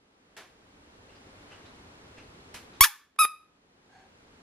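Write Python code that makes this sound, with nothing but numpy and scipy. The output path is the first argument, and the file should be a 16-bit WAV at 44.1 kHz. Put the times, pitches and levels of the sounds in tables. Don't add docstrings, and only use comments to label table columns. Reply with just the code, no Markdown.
import sys
import numpy as np
from scipy import signal
from scipy.fft import rfft, irfft, next_fast_len
from scipy.io import wavfile
from scipy.ndimage import uniform_filter1d

SR = 44100
rng = np.random.default_rng(int(sys.argv[2]) if len(sys.argv) > 2 else 0)


def generate_wav(sig):
    pcm = np.round(np.clip(np.atleast_2d(sig).T, -1, 1) * 32767).astype(np.int16)
    wavfile.write(sys.argv[1], SR, pcm)


N = 195010
TIME = np.arange(N) / SR
OPPOSITE = np.array([[1], [-1]])
CUTOFF_HZ = 15600


def from_db(db):
    return 10 ** (np.asarray(db) / 20)


def rms_one(x):
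    return x / np.sqrt(np.mean(x ** 2) + 1e-20)


def in_time(rows):
    times_s, *columns = np.transpose(rows)
    return [np.interp(TIME, times_s, column) for column in columns]


def at_hz(points, hz):
    points_hz, values = np.transpose(points)
    return np.interp(np.log(np.maximum(hz, 1)), np.log(points_hz), values)


def colour(x, points, tilt_db_per_oct=0):
    size = next_fast_len(x.shape[-1] + 4096, True)
    hz = np.maximum(np.fft.rfftfreq(size, 1 / SR), 20)
    gain_db = at_hz(points, hz) + tilt_db_per_oct * np.log2(hz / hz[-1])
    cepstrum = irfft(np.log(from_db(gain_db)), size)
    cepstrum[1:size // 2] *= 2
    cepstrum[size // 2 + 1:] = 0
    return irfft(rfft(x, size) * np.exp(rfft(cepstrum)), size)[..., :x.shape[-1]]


def butterworth(x, edges_hz, kind="low"):
    return signal.sosfilt(signal.butter(2, edges_hz, kind, fs=SR, output="sos"), x)


def resonate(x, hz, width_hz):
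    return signal.lfilter(*signal.iirpeak(hz, hz / width_hz, fs=SR), x)


def noise(points, tilt_db_per_oct=0):
    return rms_one(colour(rng.standard_normal(N), points, tilt_db_per_oct))


def since(start_s):
    return np.maximum(TIME - start_s, 0)


def ramp(start_s, length_s):
    return np.clip((TIME - start_s) / max(length_s, 1e-4), 0, 1)


def burst(peak_s, rise_s, t60_s):
    return ramp(peak_s - rise_s, rise_s) * from_db(-60 * np.minimum(since(peak_s) / t60_s, 3))


def envelope_db(start_s, end_s, attack_s, release_db_per_s, sag_db_per_s=0):
    attack_db = 40 * np.minimum(TIME - start_s, 0) / attack_s
    return attack_db - sag_db_per_s * since(start_s) - release_db_per_s * since(end_s)


def background(side_db=-1.5, top_hz=11500):
    # (time [s], hiss gain [dB], rumble gain [dB])
    drift = [(0.3, -53.5, -73), (0.7, -53, -61), (1.9, -55, -63), (2.3, -55, -59), (3.4, -54.5, -76),
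             (4.0, -52, -63.5), (4.42, -53, -62.5)]
    # (frequency [Hz], density [dB])
    mid_spectrum = [(15, -35.5), (25, -10), (86, -8), (154, -4.5), (293, -1), (335, -5.5), (415, -3.5),
                    (655, -10.5), (769, -10), (2070, -17), (2430, -19), (4260, -23.5), (11800, -37),
                    (15000, -57)]
    # (frequency [Hz], density [dB])
    side_spectrum = [(35, -63.5), (60, -34), (224, -9.5), (458, -3), (514, -5.5), (938, -5), (1030, -3.5),
                     (3190, -10), (12500, -24), (15000, -32)]
    # (frequency [Hz], density [dB])
    rumble_spectrum = [(20, -6.5), (50, 1.5), (105, 4), (170, -19), (500, -58.5)]
    hiss_db, rumble_db = in_time(drift)
    hiss = noise(mid_spectrum) + from_db(side_db) * noise(side_spectrum) * OPPOSITE
    return from_db(hiss_db) * butterworth(hiss, top_hz) + from_db(rumble_db) * noise(rumble_spectrum)


def ticking(rate_per_s=30, hz=4100, width_hz=450, level_db=-78, uneven_db=5, count=180):
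    gap_spread, level_spread = rng.standard_normal((count, 2)).T
    onsets = (np.cumsum(np.exp(0.11 * gap_spread)) / rate_per_s * SR).astype(int)
    inside = onsets < N
    clicks = np.full(N, 1e-18)
    clicks[onsets[inside]] = from_db(uneven_db * np.clip(level_spread[inside], -2, 1))
    ring = resonate(resonate(clicks, hz, width_hz), hz, width_hz)
    return from_db(level_db) * rms_one(ring)


def taps():
    # (time [s], level [dB], rise [s], t60 [s], tilt [dB/octave])
    touches = [(0.368, -35.5, 0.0032, 0.12, 0.8), (0.376, -34, 0.0061, 0.35, -0.5),
               (2.544, -42.5, 0.0036, 0.12, 3.5), (2.56, -47.5, 0.0017, 0.31, 2.3),
               (3.162, -38.5, 0.001, 0.023, -2.5)]
    # (frequency [Hz], density [dB])
    spectrum = [(60, -22), (200, -8.5), (500, -0.5), (800, -2.5), (1700, 0.5), (3000, -5.5), (5000, -10.5),
                (8000, -18), (12000, -21.5), (15000, -39.5)]
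    return sum(from_db(level_db) * noise(spectrum, tilt) * burst(time_s, rise_s, t60_s)
               for time_s, level_db, rise_s, t60_s, tilt in touches)


def rubs(ring_db=-3, width_hz=280):
    # (time [s], level [dB], rise [s], t60 [s], resonance [Hz])
    strokes = [(1.105, -58.5, 0.027, 0.45, 2820), (1.155, -58.5, 0.01, 0.26, 4900),
               (1.522, -52, 0.025, 0.36, 2850), (1.667, -56, 0.027, 0.21, 3940),
               (2.184, -50.5, 0.018, 0.25, 2680), (2.55, -48, 0.011, 0.24, 2890),
               (2.74, -58, 0.02, 0.47, 3750)]
    # (frequency [Hz], density [dB])
    spectrum = [(200, -4), (900, -1), (1700, 0), (3500, -9.5), (6000, -14.5), (9000, -23), (15000, -51)]
    out = np.zeros(N)
    for time_s, level_db, rise_s, t60_s, hz in strokes:
        hiss = noise(spectrum)
        ring = from_db(ring_db) * rms_one(resonate(hiss, hz, width_hz))
        out += from_db(level_db) * rms_one(hiss + ring) * burst(time_s, rise_s, t60_s)
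    return out


def thump_and_pop():
    # (time [s], peak before panning [dB], low edge [Hz], top edge [Hz], left minus right [dB])
    events = [(2.8081, -12.5, 14, 66.05, 2.5), (3.2504, -6.5, 260, 1540, 0.5)]
    out = np.zeros((2, N))
    for time_s, peak_db, low_hz, top_hz, pan_db in events:
        click = signal.unit_impulse(N, round(time_s * SR)) + 1e-18
        pulse = butterworth(click, [low_hz, top_hz], "band")
        out += from_db(peak_db + OPPOSITE * pan_db / 2) * pulse / np.abs(pulse).max()
    return out


def settling(start_s, flat_share, settle_s):
    return 1 - flat_share * (1 - ramp(start_s - settle_s / 2, settle_s))


def reed(hz, level_db, tilt_db_per_oct, air_db, jitter_share, tube, air_low_hz, harmonics=17):
    on = level_db > -55
    controls = np.broadcast_arrays(hz, level_db, tilt_db_per_oct, air_db, jitter_share)
    hz, level_db, tilt_db_per_oct, air_db, jitter_share = [control[on] for control in controls]
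    shake, hiss = rng.standard_normal((2, N))[:, on]
    flutter = rms_one(uniform_filter1d(shake, size=60))
    phase = 2 * np.pi * np.cumsum(hz * (1 + jitter_share * flutter)) / SR
    harmonic = np.arange(1, harmonics + 1)[:, None]
    gains = from_db(tilt_db_per_oct * np.log2(harmonic)) * (harmonic * hz < CUTOFF_HZ)
    pulses = np.sqrt(2) * np.sum(gains * np.cos(harmonic * phase), axis=0)
    puffs = from_db(air_db) * hiss * (1 + np.cos(phase)) ** 2
    air = signal.lfilter(*signal.butter(1, air_low_hz, "high", fs=SR), puffs)
    flow = np.zeros(N)
    flow[on] = from_db(level_db) * (pulses + air)
    return colour(flow, tube)


def squeeze(start_s=2.809, empty_s=2.8452):
    # (frequency [Hz], gain [dB])
    tube = [(500, -15.5), (1000, 3), (2200, -0.5), (3300, -3), (4400, -6), (5500, -5.5), (6600, -6.5),
            (7700, -10), (8800, -10), (9900, -1), (11000, -9.5), (12200, 1.5), (13200, -3.5),
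            (14400, -15.5)]
    base_hz, climb_hz_per_s, yelp_lift_hz, rest_hz = 1072, 4300, 590, 810
    yelp_width_s, sink_s = 0.005, 0.013
    base_db, swell_db_per_s, pitch_db_per_oct = -9.5, 50, 11.5
    calm_air_db, overblown_lift_db, stall_lift_db = -14, 16.5, 5.5
    pressed_s = since(start_s) - since(empty_s)
    yelp = np.exp(-((TIME - empty_s) / yelp_width_s) ** 2)
    driven_hz = base_hz + climb_hz_per_s * pressed_s
    hz = rest_hz + (driven_hz - rest_hz) * np.exp(-since(empty_s) / sink_s) + yelp_lift_hz * yelp
    level_db = base_db + swell_db_per_s * pressed_s + pitch_db_per_oct * np.log2(hz / base_hz)
    level_db += envelope_db(start_s, empty_s, attack_s=0.0028, release_db_per_s=470)
    tilt_db_per_oct = 1.64 - 46 * since(start_s) - 1.4 * yelp
    overblown = ramp(start_s=2.817, length_s=0.006)
    stalled = ramp(empty_s, length_s=0.013)
    air_db = calm_air_db + overblown_lift_db * overblown + stall_lift_db * stalled
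    jitter_share = 0.0036 + 0.0104 * overblown
    hz *= settling(start_s, flat_share=0.17, settle_s=0.0025)
    return reed(hz, level_db, tilt_db_per_oct, air_db, jitter_share, tube, air_low_hz=4500)


def refill(start_s=3.190, crest_s=3.213, full_s=3.2515):
    # (time [s], pitch [Hz])
    pitch = [(3.188, 1255), (3.196, 1270), (3.214, 1295), (3.226, 1215), (3.236, 1266), (3.244, 1205),
             (3.252, 1256)]
    # (frequency [Hz], gain [dB])
    tube = [(500, -5.5), (1200, 2.5), (2500, -7.5), (3800, -14.5), (5000, -18), (6300, -27.5),
            (7500, -29.5), (8900, -25), (9500, -18.5), (10100, -7), (11200, -16.5), (12600, -25),
            (13900, -21), (15200, -42.5)]
    base_db, pitch_db_per_oct, tilt_db_per_oct = -1.5, 23.5, 1.57
    swell_db_per_s, sag_db_per_s, roughen_db_per_s = 90, 149.5, 170
    opening_air_db, calm_air_db, closing_air_db = -3, -16.5, 4.5
    opening_s, closing_s = 0.0044, 0.0078
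    hz, = in_time(pitch)
    level_db = base_db + pitch_db_per_oct * np.log2(hz / hz[0])
    level_db -= swell_db_per_s * np.maximum(crest_s - TIME, 0) + sag_db_per_s * since(crest_s)
    level_db += envelope_db(start_s, full_s, attack_s=0.005, release_db_per_s=2800)
    rough_db = roughen_db_per_s * (since(crest_s) - since(full_s))
    opening = 1 - ramp(start_s, opening_s)
    closing = ramp(full_s - closing_s, closing_s)
    air_db = (calm_air_db + rough_db) * (1 - opening - closing)
    air_db += opening_air_db * opening + closing_air_db * closing
    jitter_share = 0.003 * from_db(rough_db)
    hz *= settling(start_s, flat_share=0.0694, settle_s=0.005)
    return reed(hz, level_db, tilt_db_per_oct, air_db, jitter_share, tube, air_low_hz=2000)


def leak(level_db=-47, top_hz=7500):
    # (frequency [Hz], width [Hz], gain [dB])
    modes = [(770, 47, 5.5), (1580, 90, -0.5), (400, 500, -17), (4270, 106, -14), (6350, 220, -20)]
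    air = butterworth(rng.standard_normal(N), top_hz)
    whistle = sum(from_db(gain_db) * resonate(air, hz, width_hz) for hz, width_hz, gain_db in modes)
    shape_db = envelope_db(start_s=3.94, end_s=4.02, attack_s=0.15, release_db_per_s=167, sag_db_per_s=34)
    return from_db(level_db + shape_db) * rms_one(whistle)


def microphones(x, scatter_db=-10, band_hz=(2200, 7000), lag_s=0.0003):
    scatter = np.interp(TIME - lag_s, TIME, butterworth(x, band_hz, "band"))
    return np.array([x, np.roll(x, 1)]) + from_db(scatter_db) * scatter * OPPOSITE


def room_response(near_db=-13, near_t60_s=0.11, tail_db=-16, gap_s=0.003, tilt_db_per_oct=-1.34):
    # (frequency [Hz], t60 [s])
    decay = [(200, 0.21), (1200, 0.39), (3000, 0.39), (7000, 0.36), (14000, 0.24)]
    t = TIME[:SR]
    white = rfft(rng.standard_normal(SR))
    hz = np.arange(SR // 2 + 1)
    edges_hz = np.geomspace(60, 20000, 13)
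    tail = np.zeros(SR)
    for low_hz, high_hz in zip(edges_hz, edges_hz[1:]):
        centre_hz = np.sqrt(low_hz * high_hz)
        band = irfft(white * (hz >= low_hz) * (hz < high_hz), SR)
        fade = from_db(-60 * t / at_hz(decay, centre_hz))
        tail += band * fade / np.linalg.norm(fade) * from_db(tilt_db_per_oct * np.log2(centre_hz / 1000))
    near = rng.standard_normal(SR) * from_db(-60 * t / near_t60_s)
    response = from_db(near_db) * near / np.linalg.norm(near) + from_db(tail_db) * tail
    return np.interp(t - gap_s, t, response, left=0)


def diffuse(source, side_db):
    # (frequency [Hz], side gain [dB])
    width = [(100, -20), (700, -22), (2400, -10), (4400, -4), (8000, 4), (15000, 10)]
    return source() + from_db(side_db) * colour(source(), width) * OPPOSITE


def scene():
    toy = squeeze() + refill()
    room = signal.fftconvolve(toy[None], diffuse(room_response, side_db=-1), axes=1)[:, :N]
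    handling = diffuse(taps, side_db=-0.5) + diffuse(rubs, side_db=-3.5)
    whistle = diffuse(leak, side_db=-16.5)
    return microphones(toy) + room + thump_and_pop() + handling + whistle + background() + ticking()


def gain_control(x, threshold_db=-14.5, attack_s=0.0064, release_db_per_s=10, start_cut_db=14.5):
    power = uniform_filter1d(np.mean(x ** 2, axis=0), size=128).clip(1e-12)
    excess_db = np.maximum(10 * np.log10(power) - threshold_db, 0)
    excess_db[0] = start_cut_db
    recovery_db = release_db_per_s * TIME
    held_db = np.maximum.accumulate(excess_db + recovery_db) - recovery_db
    pole = np.exp(-1 / (attack_s * SR))
    cut_db, _ = signal.lfilter([1 - pole], [1, -pole], held_db, zi=[pole * start_cut_db])
    return x * from_db(-cut_db)


def record(dry):
    clipped = np.clip(gain_control(dry), -1, 1)
    return signal.sosfilt(signal.ellip(10, 0.1, 80, CUTOFF_HZ, fs=SR, output="sos"), clipped)


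dry = scene()
out = record(dry)
generate_wav(out)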